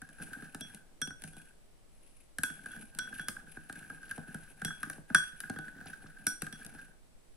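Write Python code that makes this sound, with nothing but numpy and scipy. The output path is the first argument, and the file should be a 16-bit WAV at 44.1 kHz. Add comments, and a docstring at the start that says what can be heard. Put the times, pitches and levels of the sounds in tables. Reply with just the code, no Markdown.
"""Spoon stirring in a glass bowl

A steel spoon stirs gritty water on a table, close to a two-port microphone in a small kitchen.
Each contact clicks, knocks a dull note out of the wet wall and thumps the table; where the spoon
springs clear, the glass rings. Strokes drag grit along the bottom. The room answers over a faint hiss."""
import sys
import numpy as np
from scipy import signal
from scipy.fft import rfft, irfft, next_fast_len
from scipy.io import wavfile
from scipy.ndimage import map_coordinates

SR = 44100
rng = np.random.default_rng(int(sys.argv[2]) if len(sys.argv) > 2 else 0)


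def pcm_store(signal):
    """Save signal as 16-bit PCM."""
    levels = np.round(np.clip(np.atleast_2d(signal), -1, 1) * 32767)
    wavfile.write(sys.argv[1], SR, levels.astype(np.int16).T)


N = 324576

# free glass modes: pitch_hz, level_db, t60_s, family (0 low, 1 mid, 2 high)
GLASS_MODES = [(1502, -7, .38, 0), (1588, -12, .22, 0), (3349, 3, .4, 1), (5739, 3, .23, 2),
               (8662, -4, .2, 2)]
# spectrum of the spoon's bowl: freq_hz, density_db
SPOON_SPECTRUM = [(900, -14), (1800, -7.5), (2700, -3.5), (4500, -5), (6500, -8.5), (9000, -53)]


def contacts():
    """Spoon hits the wall: knock, clack and click through the air, a thump through the table."""
    # clear hits: start_s, knock_db, thump_re_knock_db, edge_re_knock_db
    hits = [(0.018, -40.5, -4.5, -1.5), (0.0895, -45.5, -14, -4), (0.199, -41, -26, -15),
            (0.2246, -44.5, 0.5, 6), (0.3323, -36, -21, -1.5), (0.4231, -41.5, -1, -4.5),
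            (0.5467, -35.5, -4, 1), (0.609, -42.5, 1, 11), (0.7466, -54.5, -2, 14),
            (1.0162, -31.5, -7.5, 6), (1.0737, -41, 1, 4), (1.106, -39.5, -8, -11), (1.2202, -49.5, -3, 10),
            (1.238, -41.5, 0.5, 9), (1.276, -58.5, 9, 16.5), (1.3328, -54, -1.5, 2), (1.367, -60, 12, 14.5),
            (2.385, -27, -10, -2), (2.4344, -23, -18, 2.5), (2.5003, -36.5, -8, -9),
            (2.6595, -32, -16.5, -8.5), (2.763, -39, -6, -11), (2.949, -60, -24, 19),
            (2.988, -29.5, -27, 7.5), (3.073, -37.5, -15, -14), (3.1274, -35, -10.5, -16.5),
            (3.1956, -28.5, -11.5, -13), (3.2841, -26.5, -15, 3.5), (3.366, -33, -37, -21),
            (3.5703, -36, -6.5, -14), (3.697, -32.5, -8.5, -11), (3.7263, -49.5, -1, 10.5),
            (3.9004, -34.5, -10, -8.5), (4.0301, -42, -19, -6), (4.1114, -29, -18, -5),
            (4.1792, -41, 6, -4), (4.2804, -47.5, 2.5, -5), (4.345, -33.5, -1, -5.5), (4.6179, -30, -7, -9),
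            (4.6486, -31.5, -1, 9), (4.6799, -30.5, -13, -17), (4.7064, -29, -21, -26),
            (4.8311, -26, -16.5, -6.5), (4.899, -32, -11.5, 0), (4.9318, -50.5, -16, 10),
            (4.9814, -53.5, 9, -10), (5.1013, -34, -0.5, -17), (5.1472, -8.5, -24, -4),
            (5.4038, -38, -20, 8), (5.437, -33, -33, -26), (5.498, -31.5, 0.5, -2),
            (5.5615, -35.5, -5, -14), (5.5876, -34.5, -5.5, -4.5), (5.6821, -36.5, -20, -12),
            (5.8116, -54.5, 8.5, 4), (5.8585, -44, -0.5, -4), (6.04, -50.5, 3.5, -15),
            (6.0607, -44.5, -16, -26), (6.268, -26, -9.5, 8.5), (6.42, -33, -1.5, 6),
            (6.4666, -34, -11.5, -6), (6.5263, -41, 1, 6), (6.6482, -46.5, -6, 6.5), (6.664, -49, -4, 11.5),
            (6.749, -46.5, -5, 1)]
    # steel on glass: freq_hz, density_db
    click_spectrum = [(5000, -37.5), (7200, -17), (8600, -6), (11200, -9.5), (12500, -26), (15500, -28),
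                      (16600, -57.5)]
    t = np.arange(SR // 5) / SR
    air, thumps = np.zeros((2, N + SR)), np.zeros(N + SR)
    for start_s, knock_db, thump_db, edge_db in hits + light_touches(count=14):
        noise = rng.standard_normal((4, len(t)))
        lag_samples = rng.integers(0, 3, 2)  # contact point lies nearer one port or the other
        blow = (t == 0) + 0.078 * noise[:2] * decay(t, t60_s=0.035)  # one push, then chatter
        blow = filtered(blow, lambda hz: (1 + 1j * hz / 1800) ** -2)  # softened by the water film
        knock = unit_peak(filtered(blow[0], wet_wall))
        thump = unit_peak(filtered(blow[1], table_top))
        clack = unit_peak(filtered(noise[2] * t * decay(t, t60_s=0.012), coloured(SPOON_SPECTRUM)))
        click = unit_peak(filtered(noise[3] * t * decay(t, t60_s=0.0059), coloured(click_spectrum)))
        edge = amp(edge_db) * (click + amp(-6) * clack)
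        at = round((start_s - 0.0004) * SR)
        for port in (0, 1):
            air[port, at + lag_samples[port]:][:len(t)] += amp(knock_db) * (knock + edge)
        thumps[at:at + len(t)] += amp(knock_db + thump_db) * thump
    return air[:, :N], thumps[:N]


def light_touches(count, over_rub_db=10.5, thump_db=-7.5, edge_db=-10, scatter_db=2):
    """Extra hit rows at random times, their strength following the rub of the strokes."""
    rub_db = 20 * np.log10(stroke_gain("rub") + 1e-9)
    starts = rng.integers(SR // 10, N, count)
    offsets_db = scatter_db * rng.standard_normal((count, 3))
    return [(at / SR, rub_db[at] + over_rub_db + db[0], thump_db + db[1], edge_db + db[2])
            for at, db in zip(starts, offsets_db)]


def glass_ring():
    """The spoon springs clear and the glass rings on, each mode family at its own strength."""
    # rings: start_s, low_db, mid_db, high_db, t60_ratio
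    rings = [(0.6112, -55, -45.5, -51.5, 0.77), (1.0191, -25, -34.5, -33, 0.37),
             (1.0756, -58, -46.5, -55, 0.6), (1.1059, -38.5, -63, -60, 0.61),
             (1.3324, -50.5, -68, -74, 1.9), (2.4348, -26, -49.5, -50.5, 0.95),
             (2.7094, -38, -56.5, -75, 0.6), (2.9869, -26.5, -46, -46, 0.91),
             (3.1942, -37, -53.5, -63, 1.2), (3.2829, -54, -59, -56, 0.38), (4.6474, -29.5, -43, -44, 0.68),
             (4.7038, -34, -60, -71, 0.95), (5.1482, -19, -35, -37, 0.9), (5.5616, -33.5, -65, -79, 1.7),
             (6.2659, -26, -52, -35, 0.89), (6.5252, -60, -55, -57.5, 0.71)]
    t, out = np.arange(SR // 2) / SR, np.zeros(N + SR)
    attack = 1 - np.exp(-t / 0.001)
    for start_s, *family_db, t60_ratio in rings:
        for hz, level_db, t60_s, family in GLASS_MODES:
            envelope = amp(family_db[family] + level_db) * decay(t, t60_s * np.clip(t60_ratio, 0.1, 1.5))
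            out[round(start_s * SR):][:len(t)] += attack * envelope * np.sin(2 * np.pi * hz * t)
    return out[:N]


def wet_wall(hz):
    """Response of the water-damped wall; a small bowl radiates poorly below its modes."""
    # wall modes: pitch_hz, width_hz, level_db
    modes = [(1273, 145, -6.5), (1480.5, 60, 2.5), (1597, 74, 6.5), (1737, 266, -11)]
    radiation = (1j * hz / (1400 + 1j * hz)) ** 4
    return resonances(modes)(hz) * radiation


def table_top(hz):
    """Response of the table: high bending waves travel faster, so a thump falls in pitch."""
    # table modes: pitch_hz, width_hz, level_db
    modes = [(92, 43, -8.5), (159.6, 14.8, 3), (212.2, 42.4, -1), (285, 56.6, -3.5), (463, 130, -16),
             (647, 40, -14), (777.6, 66, -11.5)]
    capped_hz = np.minimum(hz, 600)
    lag_cycles = 0.2186 * np.sqrt(capped_hz) - 0.00451 * capped_hz
    return resonances(modes)(hz) * np.exp(-2j * np.pi * lag_cycles)


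def stirring():
    """The spoon slips over grit: wall and glass hum, steel scuffs, grit swishes, the table rumbles."""
    # dragged grit: freq_hz, density_db
    grit_spectrum = [(1000, -48), (2500, -2.5), (4500, -18.5), (7200, -16), (9000, -7.5), (10700, -3.5),
                     (11700, -11.5), (12600, -39.5), (15200, -41.5), (16000, -58.5)]
    pressure = wobble(rate_hz=10)  # uneven hand
    slips = grains(rate_hz=120, spread_db=2, bed=0.31)
    touched_modes = [(hz, 10, db) for hz, db, _, _ in GLASS_MODES[:2]]  # damped to 10 Hz width
    hum = unit_rms(filtered(slips, wet_wall))
    hum += 0.52 * unit_rms(filtered(slips, resonances(touched_modes)))
    scuff = unit_rms(filtered(grains(rate_hz=40, spread_db=7.5, bed=0.2), coloured(SPOON_SPECTRUM)))
    rub = stroke_gain("rub") * amp(2.5 * pressure) * (hum + amp(-15) * scuff)
    swish_gain = stroke_gain("swish") * amp(2.9 * pressure + 1.1 * wobble(rate_hz=28))
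    swish = unit_rms(filtered(grains(rate_hz=70, spread_db=3, bed=0.627), coloured(grit_spectrum)))
    rumble_gain = stroke_gain("rub", fade_db_per_s=79.5) * amp(-3.5 + 1.5 * pressure)
    rumble = unit_rms(filtered(grains(rate_hz=50, spread_db=1.5, bed=0.7), table_top))
    return rub + swish_gain * swish, rumble_gain * rumble


def stroke_gain(layer, rise_s=0.036, fade_db_per_s=167):
    """Envelope of the "rub" or "swish" layer: each stroke rises, holds and fades."""
    # strokes along the bottom: start_s, length_s, rub_db, swish_db
    strokes = [(0.0, 0.19, -60.5, -68.5), (0.194, 0.18, -56, -62), (0.416, 0.24, -59.5, -63),
               (0.657, 0.092, -63, -71), (1.166, 0.3, -67.5, -69.5), (1.884, 0.33, -95, -74),
               (2.473, .28, -55, -59.5), (2.786, 0.072, -58.5, -61.5), (2.923, 0.29, -56.5, -61.5),
               (3.258, 0.13, -58.5, -63.5), (3.449, 0.21, -62, -63.5), (3.718, 0.23, -57, -62.5),
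               (4.007, 0.21, -56, -63.5), (4.265, .19, -60.5, -63.5), (4.56, 0.29, -64.5, -65.5),
               (4.811, .15, -58, -69), (5.076, 0.27, -56.5, -59), (5.403, 0.33, -59.5, -72.5),
               (5.732, .11, -56.5, -82), (5.848, 0.083, -58, -62.5), (6.0, 0.22, -61, -68.5),
               (6.41, .2, -54.5, -63), (6.655, .19, -61.5, -67)]
    t, gain = np.arange(N) / SR, np.zeros(N)
    for start_s, length_s, rub_db, swish_db in strokes:
        level_db = rub_db if layer == "rub" else swish_db
        rise = np.clip((t - start_s) / rise_s, 0, 1)
        fade_db = fade_db_per_s * np.maximum(t - start_s - length_s, 0)
        gain += rise * amp(level_db - fade_db)
    return gain


def grains(rate_hz, spread_db, bed, rise_s=0.0031):
    """Random slips of uneven size, each a soft puff, on a bed of noise."""
    slips = (rng.random(N) < rate_hz / SR) * amp(spread_db * rng.exponential(size=N))
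    one_pole = [1, -np.exp(-1 / (rise_s * SR))]
    puffs = signal.lfilter([1], np.convolve(one_pole, one_pole), slips)
    return unit_rms((unit_rms(puffs) + bed) * rng.standard_normal(N))


def microphone_ports(x):
    """Direct sound reaches the two ports with frequency-dependent phase and level offsets."""
    # phase between ports: freq_hz, left_lead_rad
    phase = [(170, 0.48), (330, 0.62), (1550, 0.78), (3350, -1.5), (5740, -1), (8500, -2.5), (10500, 0),
             (13000, -5.5)]
    # balance between ports: freq_hz, left_minus_right_db
    balance = [(200, 1), (1550, -0.7), (2500, 2.5), (5000, -3), (9000, -7.5), (10500, 19.5), (13000, 0.5)]
    left = lambda hz: amp(log_interp(balance, hz) / 2) * np.exp(0.5j * log_interp(phase, hz))
    return filtered(x, lambda hz: np.array([left(hz), 1 / left(hz)]))


def kitchen(x):
    """Room reverb: each frequency dies at its own rate; a fresh tail every third of a second."""
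    # share the room returns: freq_hz, gain_db
    room_return = [(150, -9.5), (500, -5), (1550, -9.5), (3500, -13), (9000, -5)]
    # room decay: freq_hz, t60_s
    decay_times = [(150, 0.26), (1500, 0.32), (9000, 0.34), (15000, 0.17)]
    send = filtered(x, coloured(room_return))
    out, step, delay_samples = np.zeros((2, N + SR)), SR // 3, 300
    for at in range(0, N, step):
        hz, t, noise = signal.stft(rng.standard_normal((2, SR // 2)), SR, nperseg=256)
        _, tail = signal.istft(noise * decay(t, log_interp(decay_times, hz)[:, None]), SR, nperseg=256)
        wet = signal.fftconvolve(send[None, at:at + step], tail / np.linalg.norm(tail[0]), axes=1)
        out[:, at + delay_samples:][:, :wet.shape[1]] += wet
    return out[:, :N]


def hiss(level_db=-58.5):
    """Slightly wavering microphone noise, independent in each port, plus one thin steady tone."""
    # noise floor: freq_hz, density_db
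    spectrum = [(10, -5), (25, -6.5), (60, -21.5), (250, -26.5), (600, -29.5), (1000, -37), (7000, -45),
                (10000, -40), (12000, -51.5), (15200, -51), (15600, -85)]
    # thin tone: pitch_hz, level_db
    whine = (7798, -82.5)
    gain = amp(level_db + 0.26 * wobble(rate_hz=9.1))
    noise = unit_rms(filtered(rng.standard_normal((2, N)), coloured(spectrum)))
    tone = amp(whine[1]) * np.sin(2 * np.pi * whine[0] * np.arange(N) / SR)
    return gain * noise + tone


def amp(db):
    return 10 ** (np.asarray(db) / 20)


def decay(t, t60_s):
    return amp(-60 * t / t60_s)


def unit_rms(x):
    return x / np.sqrt(np.mean(x ** 2) + 1e-20)


def unit_peak(x):
    return x / np.abs(x).max()


def log_interp(points, hz):
    """Interpolate (freq_hz, value) points on a log frequency axis."""
    knots_hz, values = np.transpose(points)
    return np.interp(np.log(hz + 1), np.log(knots_hz + 1), values)


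def wobble(rate_hz):
    """Smooth random curve, rate_hz knots a second."""
    knots = rng.standard_normal(int(N * rate_hz / SR) + 4)
    return map_coordinates(knots, [np.arange(N) * rate_hz / SR])


def filtered(x, response):
    """Apply a complex response, given as a function of frequency."""
    size = next_fast_len(x.shape[-1] + SR // 4)
    return irfft(rfft(x, size) * response(np.fft.rfftfreq(size, 1 / SR)), size)[..., :x.shape[-1]]


def resonances(modes):
    """Causal response of (pitch_hz, width_hz, level_db) modes of alternating sign."""
    return lambda hz: sum(
        (-1) ** k * amp(db) * 1j * hz * width_hz / (pitch_hz ** 2 - hz ** 2 + 1j * hz * width_hz)
        for k, (pitch_hz, width_hz, db) in enumerate(modes))


def coloured(spectrum):
    """Zero-phase response through (freq_hz, level_db) points."""
    return lambda hz: amp(log_interp(spectrum, hz))


def scene():
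    """Bowl and table near the ports, the room behind them."""
    hits, thumps = contacts()
    scrape, rumble = stirring()
    near = hits + glass_ring() + scrape + thumps + rumble
    return microphone_ports(near) + kitchen(near.mean(axis=0)) + hiss()


def record(dry):
    """Brick-wall low-pass."""
    return filtered(dry, lambda hz: hz < 16600)


dry = scene()
out = record(dry)
pcm_store(out)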